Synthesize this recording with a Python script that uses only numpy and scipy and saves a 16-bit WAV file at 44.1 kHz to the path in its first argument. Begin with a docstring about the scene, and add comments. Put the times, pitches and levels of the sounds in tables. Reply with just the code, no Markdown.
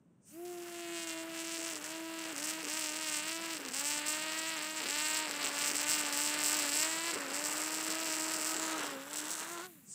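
"""A battery string trimmer starts on a quiet, humming street: whirr and whine, then steady line hum.
Its user edges turf beside a pavement, walking towards the microphone. Two line ends pass per turn:
each pass pushes air (locked sines), cracks on the edge (pulses) and tears turf (swelling noise).
Bites slow the head and roughen the passes; stones give single hard snaps.
At the stop the line lifts and the head coasts down; the motor whirr then sets in again."""
import sys
import numpy as np
from scipy import signal
from scipy.fft import rfft, irfft
from scipy.io import wavfile
from scipy.ndimage import map_coordinates

SR = 44100
rng = np.random.default_rng(int(sys.argv[2]) if len(sys.argv) > 2 else 0)


def transcribe(signal):
    """Save signal, clipped to [-1, 1], as a 16-bit WAV file at the path in sys.argv[1]."""
    frames = np.atleast_2d(signal).T
    limited = np.clip(frames, -1, 1)
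    pcm = np.round(limited * 32767).astype(np.int16)
    wavfile.write(sys.argv[1], SR, pcm)


N = 438354

# street noise, shape: (frequency [Hz], density [dB per Hz])
STREET_SPECTRUM = [(18, -44), (30, -20), (95, -11), (118, -6), (170, -2), (194, 0), (355, -14), (780, -27),
                   (962, -27), (2980, -44), (7500, -68), (16000, -54)]
# motor pulling up to speed: (time [s], whirr [dB], whine [dB])
MOTOR_LEVELS = [(.2, -100, -100), (.24, -80, -105), (.29, -68, -82), (.35, -76, -76), (.39, -84, -86),
                (.6, -100, -95), (9.8, -100, -100), (9.86, -74, -100), (9.9, -60, -100), (9.94, -56, -100)]
# whirr, shape: (frequency [Hz], density [dB per Hz])
WHIRR_SPECTRUM = [(4000, -3), (6000, 12), (7500, 10), (9000, 17), (11000, -29)]
# head between bites: (time [s], line passes [1/s], hum [dB], torn turf [dB])
CRUISE = [(.44, 358, -42, -67), (.66, 347, -45.5, -57.5), (.95, 339, -42.5, -57), (1.13, 326, -46, -54),
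          (1.53, 331, -46.5, -55.5), (1.85, 335, -51, -51.5), (1.97, 334, -44.5, -54.5),
          (2.26, 325, -47, -51.5), (3.12, 334, -50.5, -51.5), (3.41, 336, -47.5, -52.5),
          (4.0, 301, -50.5, -50), (4.48, 323, -50.5, -50), (5.27, 312, -50.5, -48.5),
          (5.54, 292, -52.5, -45), (6.02, 305, -47, -46), (6.42, 301, -46.5, -45), (6.48, 299, -44, -43.5),
          (7.08, 337, -47, -47.5), (7.53, 310, -47.5, -44), (7.8, 318, -47.5, -46.5),
          (8.06, 326, -46.5, -46.5), (8.66, 322, -45.5, -44.5), (8.84, 317, -44, -42.5),
          (8.88, 323, -50, -45), (8.97, 308, -49, -50.5), (9.05, 296, -57, -53.5),
          (9.13, 310, -53.5, -49.5), (9.23, 316, -47, -49.5), (9.32, 327, -54, -49), (9.42, 320, -56, -47),
          (9.53, 348, -49, -51.5), (9.6, 337, -47, -49), (9.64, 370, -53, -52), (9.67, 372, -57, -62)]
# line bites turf: (time of slowest turning [s], speed loss [passes/s], braking [s], added unevenness [0-1])
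BITES = [(1.62, 3.77, 0.053, 0.45), (1.812, 38.3, 0.11, 0.39), (2.25, 2.7, 0.027, 0.17),
         (2.371, 46.7, 0.062, 0.35), (2.668, 34.7, 0.049, 0.52), (2.931, 24.4, 0.15, 0.14),
         (3.21, 30.8, 0.22, 0.02), (3.72, 64.3, 0.19, 0.51), (4.6, 19.4, 0.043, 0.15),
         (4.89, 36.7, 0.1, 0.5), (5.33, 17, 0.083, 0.33), (5.459, 5.9, 0.053, 0.37),
         (5.759, 5.3, 0.077, 0.32), (6.139, 17.3, .15, 0.03), (6.721, 24.7, 0.16, 0.02),
         (7.15, 7.7, 0.041, 0.37), (7.3, 54, 0.2, 0.3), (7.776, 3.22, 0.029, 0), (7.9, 2.9, 0.03, 0.26),
         (8.09, 3.27, 0.025, 0.13), (8.2, 10.3, 0.16, 0), (8.421, 12, 0.096, 0.04),
         (8.57, 3.24, 0.028, 0.26), (8.979, 41, 0.23, 0.21), (9.271, 12.3, 0.11, 0.1)]
# passes between bites, one end stronger and earlier: (time [s], unevenness [0-1], excess [dB], lead [us])
EVENNESS = [(.7, .4, 1, 60), (.87, .25, 2.5, 170), (1.18, .25, 2.5, 170), (1.3, .38, 1, 70),
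            (2.15, .36, 1, 110), (2.3, .4, 1, 60), (3.7, .4, 1, 60), (4.0, .36, 1, 70), (5.3, .38, 1, 70),
            (5.6, .46, 2, 40), (6.75, .46, 2.5, 50), (6.9, .33, 1, 50), (7.2, .36, 1, 50),
            (7.5, .55, 1, 40), (9.1, .55, 2, 60), (9.45, .5, 2, 60), (9.55, .36, 1, 60)]
# free line and thrown grit, shape: (frequency [Hz], density [dB per Hz])
HISS_SPECTRUM = [(300, -11), (1000, 2.5), (2500, 2.5), (5000, -9.5), (8000, -6.5), (12000, 4.5), (16000, 0)]
# torn turf, shape: (frequency [Hz], density [dB per Hz])
TURF_SPECTRUM = [(60, -55), (150, -6), (300, -0.5), (700, 4), (1500, 5.5), (3000, -3.5), (6000, -16.5),
                 (16000, -34)]
# line bogged in soil, shape: (frequency [Hz], density [dB per Hz])
THUD_SPECTRUM = [(120, -16), (250, -1.5), (450, 5), (700, -21), (1500, -57)]
# hum overtones: (multiple of pass rate [1], relative level [dB])
HUM_OVERTONES = [(1, -1), (2, -8), (3, -8.5), (4, -14), (5, -20), (6, -22)]
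# overtones from the third up: (time [s], gain [dB])
BUZZ = [(.36, -18), (.5, -26), (1.5, -12.5), (3.0, -2.5), (4.5, -1), (5.5, 5), (6.7, -4), (7.05, -0.5),
        (7.4, -2), (7.8, -1), (8.7, -1), (9.1, 2), (9.4, 0), (9.6, -2), (9.7, 3)]
# one overtone stands out as the head turns: (time [s], multiple of pass rate [1], gain [dB])
RING = [(.4, 2, -4), (.9, 2, -3), (1.3, 2, 0), (3.7, 6, 0), (4.0, 6, 9), (4.5, 6, 12), (4.8, 6, 3),
        (5.1, 6, 11), (5.5, 4, 2), (6.7, 6, 4), (6.9, 6, 13), (7.08, 6, 14), (7.14, 6, 0), (7.4, 4, 0),
        (7.6, 4, 9), (8.75, 4, 10), (8.84, 4, 0), (8.86, 2, 3), (8.92, 2, 9), (9.08, 2, 8), (9.2, 2, 0),
        (9.3, 4, 0), (9.45, 4, 8), (9.66, 4, 8)]
# line tips on the edge: (time [s], crack [dB], snap relative to crack [dB])
CRACKS = [(.45, -65, 5), (.55, -64, 3), (.7, -58.5, 1.5), (.74, -51.5, -4), (.9, -48, -9), (.98, -44, -1.5),
          (1.06, -47.5, -3), (1.11, -43.5, -3), (1.26, -50.5, -4.5), (1.38, -45, -1.5), (1.5, -46, -1),
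          (1.72, -43, -1.5), (1.8, -50.5, 1), (1.87, -51.5, 2.5), (1.95, -46, -7), (2.03, -51.5, -2.5),
          (2.14, -46, -5), (2.3, -44, -5), (2.35, -51, 1), (2.38, -45, 4), (2.48, -44, 4.5),
          (2.58, -44.5, -2), (2.81, -41.5, 3), (2.98, -44.5, -2), (3.04, -42, -2.5), (3.14, -39, 1.5),
          (3.22, -41, -5), (3.27, -40.5, -2.5), (3.41, -44.5, -3), (3.54, -41.5, -3), (3.62, -51.5, -3),
          (3.69, -46, -1), (3.72, -46, -3), (3.75, -43.5, 6), (3.87, -40, 3.5), (3.98, -40, -1),
          (4.05, -41, -20), (4.07, -40, 4), (4.2, -39.5, -3.5), (4.27, -39.5, -11), (4.35, -40, -2),
          (4.55, -38, -8), (4.74, -44, -3.5), (4.81, -38, -5.5), (5.0, -35.5, -2), (5.19, -37, -2.5),
          (5.27, -38, -13), (5.3, -43, 1), (5.35, -42.5, -6), (5.47, -35.5, -5.5), (5.5, -44.5, -5),
          (5.62, -36.5, 0.5), (5.8, -40.5, 3), (5.85, -37.5, -4), (5.9, -34, 4.5), (6.0, -38, 0),
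          (6.06, -39, -4.5), (6.13, -40.5, 3), (6.2, -40, 4), (6.28, -37.5, 5), (6.36, -36, -4),
          (6.46, -39.5, 9.5), (6.6, -36, 0.5), (6.65, -39.5, 1), (6.77, -37.5, 7), (6.85, -34, 0.5),
          (6.88, -40.5, 0), (7.1, -41, -1.5), (7.27, -52.5, -1), (7.35, -48, 7), (7.44, -43.5, 5),
          (7.5, -46.5, 8), (7.8, -45.5, 4.5), (7.95, -43.5, 1.5), (8.14, -42, 2), (8.3, -46.5, 6),
          (8.52, -46, 8.5), (8.65, -46, 3), (8.85, -52.5, 7.5), (8.92, -63, 11), (8.97, -65, 5),
          (9.08, -70, 11), (9.11, -61, 10), (9.16, -53.5, 12.5), (9.25, -52.5, 4.5), (9.3, -53.5, 12.5),
          (9.42, -60, 12), (9.53, -59, 11.5), (9.58, -59.5, 7.5), (9.66, -59, 3)]
# hard strikes on stones after a skip: (time [s], level over usual snap [dB], skip [s])
STONES = [(1.0715, 9, .02), (1.8418, 8, .014), (2.364, 9, .002), (3.6502, 12, .03), (3.6615, 9, .01),
          (3.6838, 9, .02), (3.6875, 9, .002), (5.312, 11, .015), (6.127, 6, .02), (6.461, 4, .006),
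          (9.012, 9, .006), (9.1325, 7, .014), (9.1595, 7, .012), (9.352, 6, .006)]
# inverted bounce off the ground, moving with the head: (time [s], delay [ms])
BOUNCE = [(0, 0.26), (4, 0.29), (5.3, 0.31), (5.7, 0.29), (6.9, 0.31), (8.1, 0.3), (8.5, 0.2988),
          (8.9, 0.47), (9.94, 0.35)]
# fence and walls: (delay [s], level [dB])
ECHOES = [(.00092, -27.5), (.0047, -20), (0.019, -27), (.043, -38)]
# microphone peaks and dips: (centre [Hz], width [Hz], gain [dB])
MICROPHONE = [(2753, 300, 4), (5130, 3600, 4.5), (7720, 1930, 11), (13230, 570, -20), (15130, 6600, 8)]

STREET_DB = -64.5
WHINE_MULTIPLE = 15  # of the pass rate
START_S, SPIN_UP_S = .24, .05
STOP_S, COAST_PER_S2, LIFT_S = 9.67, 760, .043  # coast: passes/s lost per s; lift: line leaves the grass
BRAKE_CURVE = 1.7  # above 1: slows fast at first, then levels off
RECOVER_S, SETTLE_S = .107, .035  # speed returns; passes even out
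WOBBLE = .0025  # speed flutter, rms share
BITE_HUM_DB, BITE_TURF_DB = -.0541, 3.5  # per lost pass/s; per unit of added unevenness
SPIN_DB, SPIN_HISS_DB, COAST_HUM_DB = 58, 11, 20  # per octave below cruise: hum and turf; hiss; coasting hum
AIR_DB, SPRAY_DB = -61, -21  # hiss of free line; hiss of thrown grit relative to snap
TUFTS_DB, TUFTS_HZ = 2, 12  # turf thins between tufts
HUM_LAG_PASSES = .086  # hum trough follows the crack
STEEPEN_DB = -3.5  # overtone tilt per multiple and octave of speed
BOGGED_OVERTONE_DB = -24  # upper overtones, per unit of unevenness
COAST_OVERTONE_DB = 40  # full loss from the fourth multiple up, a share of it on the second and third, once the line has lifted
SLAP_JITTER_S, SLAP_SPREAD_DB = .00028, 10  # at full unevenness
SNAP_JITTER_S, ROUGH_SNAP_SPREAD_DB = .00025, 8  # at full unevenness
SNAP_SPREAD_DB = 4.5  # at any unevenness
BLOW_DIPS_DB, SNAP_DIPS_DB = .6, 2.5  # brief losses of contact
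SKIP_DB, STRIKE_SHARE = -12, .4  # snap gain during a skip; share of a strike's dB given to the whole blow
SNAP_LAG_US = 135  # the snap falls in the pull
BURIED_DB = -6.5  # bogged line cracks less, per unit of unevenness above .62
LOW_CUT_HZ, STOPBAND_HZ = 93, 16200
PEAK_TOP = .15  # input rounds the sharpest cracks


def from_db(db):
    """Level to amplitude."""
    return 10 ** (np.asarray(db) / 20)


def rms_one(x):
    """Scale to rms 1."""
    return x / np.sqrt(np.mean(x ** 2) + 1e-20)


def in_time(rows):
    """Table columns interpolated at every sample."""
    s, *columns = np.transpose(rows)
    return [np.interp(np.arange(N) / SR, s, c) for c in columns]


def coloured(x, spectrum):
    """Shape x by a spectrum drawn straight on a log-frequency axis; rms 1."""
    hz, db = np.transpose(spectrum)
    bins_hz = np.maximum(np.arange(N // 2 + 1) * SR / N, 1)
    gain_db = np.interp(np.log(bins_hz), np.log(hz), db)
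    return rms_one(irfft(rfft(x) * from_db(gain_db), N))


def drift(rate_hz):
    """Slow chance, rms 1: noise twice through a one-pole low-pass."""
    r = np.exp(-2 * np.pi * rate_hz / SR)
    noise = rng.standard_normal(N + SR)
    return rms_one(signal.lfilter([1], [1, -2 * r, r * r], noise)[SR:])


def bell(x, hz, width_hz, db):
    """A resonant peak or dip of the given height."""
    w, a, g = 2 * np.pi * hz / SR, np.tan(np.pi * width_hz / SR), from_db(db / 2)
    b = [1 + a * g, -2 * np.cos(w), 1 - a * g]
    return signal.lfilter(b, [1 + a / g, -2 * np.cos(w), 1 - a / g], x)


def per_pass(passes, depth, sharp, lumpy_db):
    """Noise that swells at each pass, every swell with its own size."""
    sizes = from_db(lumpy_db * np.minimum(rng.standard_normal(4000), 1))
    swell = sizes[np.round(passes).astype(int)] * np.exp(sharp * (np.cos(2 * np.pi * passes) - 1))
    return rng.standard_normal(N) * (1 + depth * swell)


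def street():
    """Steady hum of a quiet street: coloured noise."""
    return from_db(STREET_DB) * coloured(rng.standard_normal(N), STREET_SPECTRUM)


def head():
    """Speed, levels and unevenness from trigger, bites and contact with the edge."""
    t = np.arange(N) / SR
    cruise_per_s, hum_db, turf_db = in_time(CRUISE)
    lost_per_s, bogged = np.zeros(N), np.zeros(N)
    for s, loss, brake_s, rough in BITES:
        after_s = np.maximum(t - s, 0)
        braking = 1 - np.clip((s - t) / brake_s, 0, 1) ** BRAKE_CURVE
        lost_per_s += loss * braking * np.exp(-after_s / RECOVER_S)
        digging = np.clip(4 + 4 * (t - s) / brake_s, 0, 1)  # full after a quarter of the braking
        bogged += rough * digging * np.exp(-after_s / SETTLE_S)
    short_per_s = cruise_per_s * np.exp(-np.maximum(t - START_S, 0) / SPIN_UP_S)
    short_per_s += COAST_PER_S2 * np.maximum(t - STOP_S, 0)
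    slow_octaves = np.log2(np.clip(1 - short_per_s / cruise_per_s, .01, 1))
    lifted_db = -40 * np.clip((t - STOP_S) / LIFT_S, 0, 1)

    crack_db, snap_db = in_time(CRACKS)
    grit_db = crack_db + snap_db + SPRAY_DB + lifted_db
    hiss_gain = from_db(SPIN_HISS_DB * slow_octaves) * np.hypot(from_db(AIR_DB), from_db(grit_db))
    turf_gain = from_db(turf_db + BITE_TURF_DB * bogged + SPIN_DB * slow_octaves + lifted_db)
    spin_db = np.where(t < STOP_S, SPIN_DB, COAST_HUM_DB) * slow_octaves
    hum_db = hum_db + BITE_HUM_DB * lost_per_s + spin_db
    per_s = np.maximum(cruise_per_s - short_per_s - lost_per_s, 1)
    uneven = np.clip(in_time(EVENNESS)[0] + bogged, 0, 1)
    return per_s, hum_db, turf_gain, hiss_gain, uneven


def motor(passes):
    """A bright noise whirr and a thin pole whine locked to the rotation."""
    whirr_db, whine_db = in_time(MOTOR_LEVELS)
    whirr = from_db(whirr_db) * coloured(rng.standard_normal(N), WHIRR_SPECTRUM)
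    return whirr + from_db(whine_db) * np.sin(2 * np.pi * WHINE_MULTIPLE * passes)


def line_hiss(passes, gain):
    """Free line in air and thrown grit: bright noise pulsing at each pass."""
    return gain * coloured(per_pass(passes, depth=.8, sharp=3, lumpy_db=2), HISS_SPECTRUM)


def torn_turf(passes, uneven, gain):
    """Grass tears at each pass; low thuds join as the line bogs in soil."""
    turf = coloured(per_pass(passes, depth=1.2, sharp=1.5, lumpy_db=3), TURF_SPECTRUM)
    tufts = from_db(TUFTS_DB * np.minimum(drift(TUFTS_HZ), .5))
    thud = coloured(per_pass(passes, depth=9.1, sharp=1, lumpy_db=4), THUD_SPECTRUM)
    return gain * (tufts * turf + from_db(.5) * uneven ** 3 * thud)


def hum(passes, per_s, hum_db, uneven, waver_db):
    """Line displaces air: locked sines share a trough per pass; overtones weaken as speed rises."""
    speed_octaves = np.log2(np.maximum(per_s, 200) / 330)
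    buzz_db = in_time(BUZZ)[0] + BOGGED_OVERTONE_DB * (uneven - .4)
    coast_db = COAST_OVERTONE_DB * np.clip((np.arange(N) / SR - STOP_S) / LIFT_S, 0, 1)
    ring_multiple, ring_db = in_time(RING)
    wave = np.zeros(N)
    for k, db in HUM_OVERTONES:
        level_db = db + (k - 1.5) * STEEPEN_DB * speed_octaves * (coast_db == 0)  # no tilt in the coast
        level_db += (k > 2.5) * buzz_db
        level_db += np.minimum(k, 2.4) * drift(4.2)
        level_db -= np.clip(k * .55 - .9, 0, 1) * coast_db
        level_db += ring_db * np.exp(-2 * (k - ring_multiple) ** 2)
        wave -= from_db(level_db) * np.cos(2 * np.pi * k * (passes - HUM_LAG_PASSES))
    return np.sqrt(2) * from_db(hum_db + waver_db * uneven * drift(65)) * wave


def cracks(passes, uneven):
    """Each pass slaps the edge: a push, a slower pull, and a sharp, less regular snap."""
    crack_db, snap_db = in_time(CRACKS)
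    at = np.flatnonzero(np.diff(np.floor(passes)) > 0) + 1
    size, timing, pull_luck, snap_size, edge_luck, snap_timing = rng.standard_normal((6, len(at)))
    _, end_db, lead_us = in_time(EVENNESS)
    end = np.arange(len(at)) % 2 - .5  # the two line ends take turns
    rough = uneven[at] ** 2
    contact = np.minimum(drift(13)[at], .5)

    late = SLAP_JITTER_S * SR * rough * timing - lead_us[at] * end * SR / 1e6  # samples
    late -= passes[at] % 1 / np.gradient(passes)[at]  # exact moment between samples
    blow_db = BLOW_DIPS_DB * contact + SLAP_SPREAD_DB * rough * np.minimum(size, .6) + end_db[at] * end
    sharp_db = ROUGH_SNAP_SPREAD_DB * uneven[at] * np.minimum(size, .6)
    sharp_db += SNAP_SPREAD_DB * np.minimum(snap_size, .4) + SNAP_DIPS_DB * contact + end_db[at] * end
    for s, db, skipped_s in STONES:
        struck = np.argmin(np.abs(at - s * SR))
        sharp_db[(at > (s - skipped_s) * SR) & (at < at[struck])] = SKIP_DB
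        blow_db[struck], sharp_db[struck] = STRIKE_SHARE * db, db

    span = np.arange(-40, 60)
    us = (span - late[:, None]) / SR * 1e6
    push = np.exp(-.5 * (us / 32) ** 2)
    pull = .96 * np.exp(-.5 * ((us - 170 - 6 * pull_luck[:, None]) / 45) ** 2)
    snap_gain = from_db(snap_db[at] + 6 + sharp_db)[:, None]
    edge_us = np.clip(32 - .5 * snap_db[at] + .73 * edge_luck, 13, 40)[:, None]  # harder is steeper
    snap_us = us - SNAP_LAG_US - (SNAP_JITTER_S * 1e6 * rough * snap_timing)[:, None]
    snap = -snap_gain * snap_us / edge_us * np.exp(-.5 * (snap_us / edge_us) ** 2)
    sand = np.diff(rng.standard_normal((len(at), 101))) * np.exp(-.5 * (snap_us / 150) ** 2)
    snap += from_db(-18.5) * snap_gain * sand  # scattered by the tip

    train = np.zeros(N + 200)
    np.add.at(train, at[:, None] + span + 40, from_db(blow_db)[:, None] * (push - pull) + snap)
    train = rms_one(signal.lfilter([1, -1], [1, -.985], train)[40:N + 40])  # offset removed
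    touching = (np.arange(N) > CRACKS[0][0] * SR) & (np.arange(N) < STOP_S * SR)
    return touching * from_db(crack_db + BURIED_DB * np.maximum(uneven - .62, 0)) * train


def ground_bounce(x, db):
    """A short moving echo of opposite sign, mostly treble, cuts drifting notches."""
    lag = in_time(BOUNCE)[0] * SR / 1000
    bright = signal.sosfilt(signal.butter(1, 1500, "high", fs=SR, output="sos"), x)
    return x - from_db(db) * map_coordinates(bright, [np.arange(N) - lag], order=3)


def wall_echoes(blows):
    """Fence and walls return delayed, duller cracks."""
    dull = signal.lfilter([.6], [1, -.4], blows)
    echoes = np.zeros(N)
    for delay_s, db in ECHOES:
        lag = round(delay_s * SR)
        echoes[lag:] += from_db(db) * dull[:-lag]
    return echoes


def scene():
    """Street, then the trimmer with its reflections."""
    per_s, hum_db, turf_gain, hiss_gain, uneven = head()
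    passes = np.cumsum(per_s * (1 + WOBBLE * drift(12))) / SR
    spray = line_hiss(passes, hiss_gain) + torn_turf(passes, uneven, turf_gain)
    blows = cracks(passes, uneven)
    trimmer = ground_bounce(motor(passes) + spray + blows, db=-13.5)
    trimmer += hum(passes, per_s, hum_db, uneven, waver_db=1.5)
    return (street() + trimmer + wall_echoes(blows))[None]


def record(dry):
    """A small microphone behind a port rings near 8 kHz; peaks are rounded, both ends are cut."""
    x = dry
    for hz, width_hz, db in MICROPHONE:
        x = bell(x, hz, width_hz, db)
    x = PEAK_TOP * np.tanh(x / PEAK_TOP)
    x = signal.sosfilt(signal.butter(1, LOW_CUT_HZ, "high", fs=SR, output="sos"), x)
    return signal.sosfilt(signal.cheby2(14, 60, STOPBAND_HZ, fs=SR, output="sos"), x)


dry = scene()
out = record(dry)
transcribe(out)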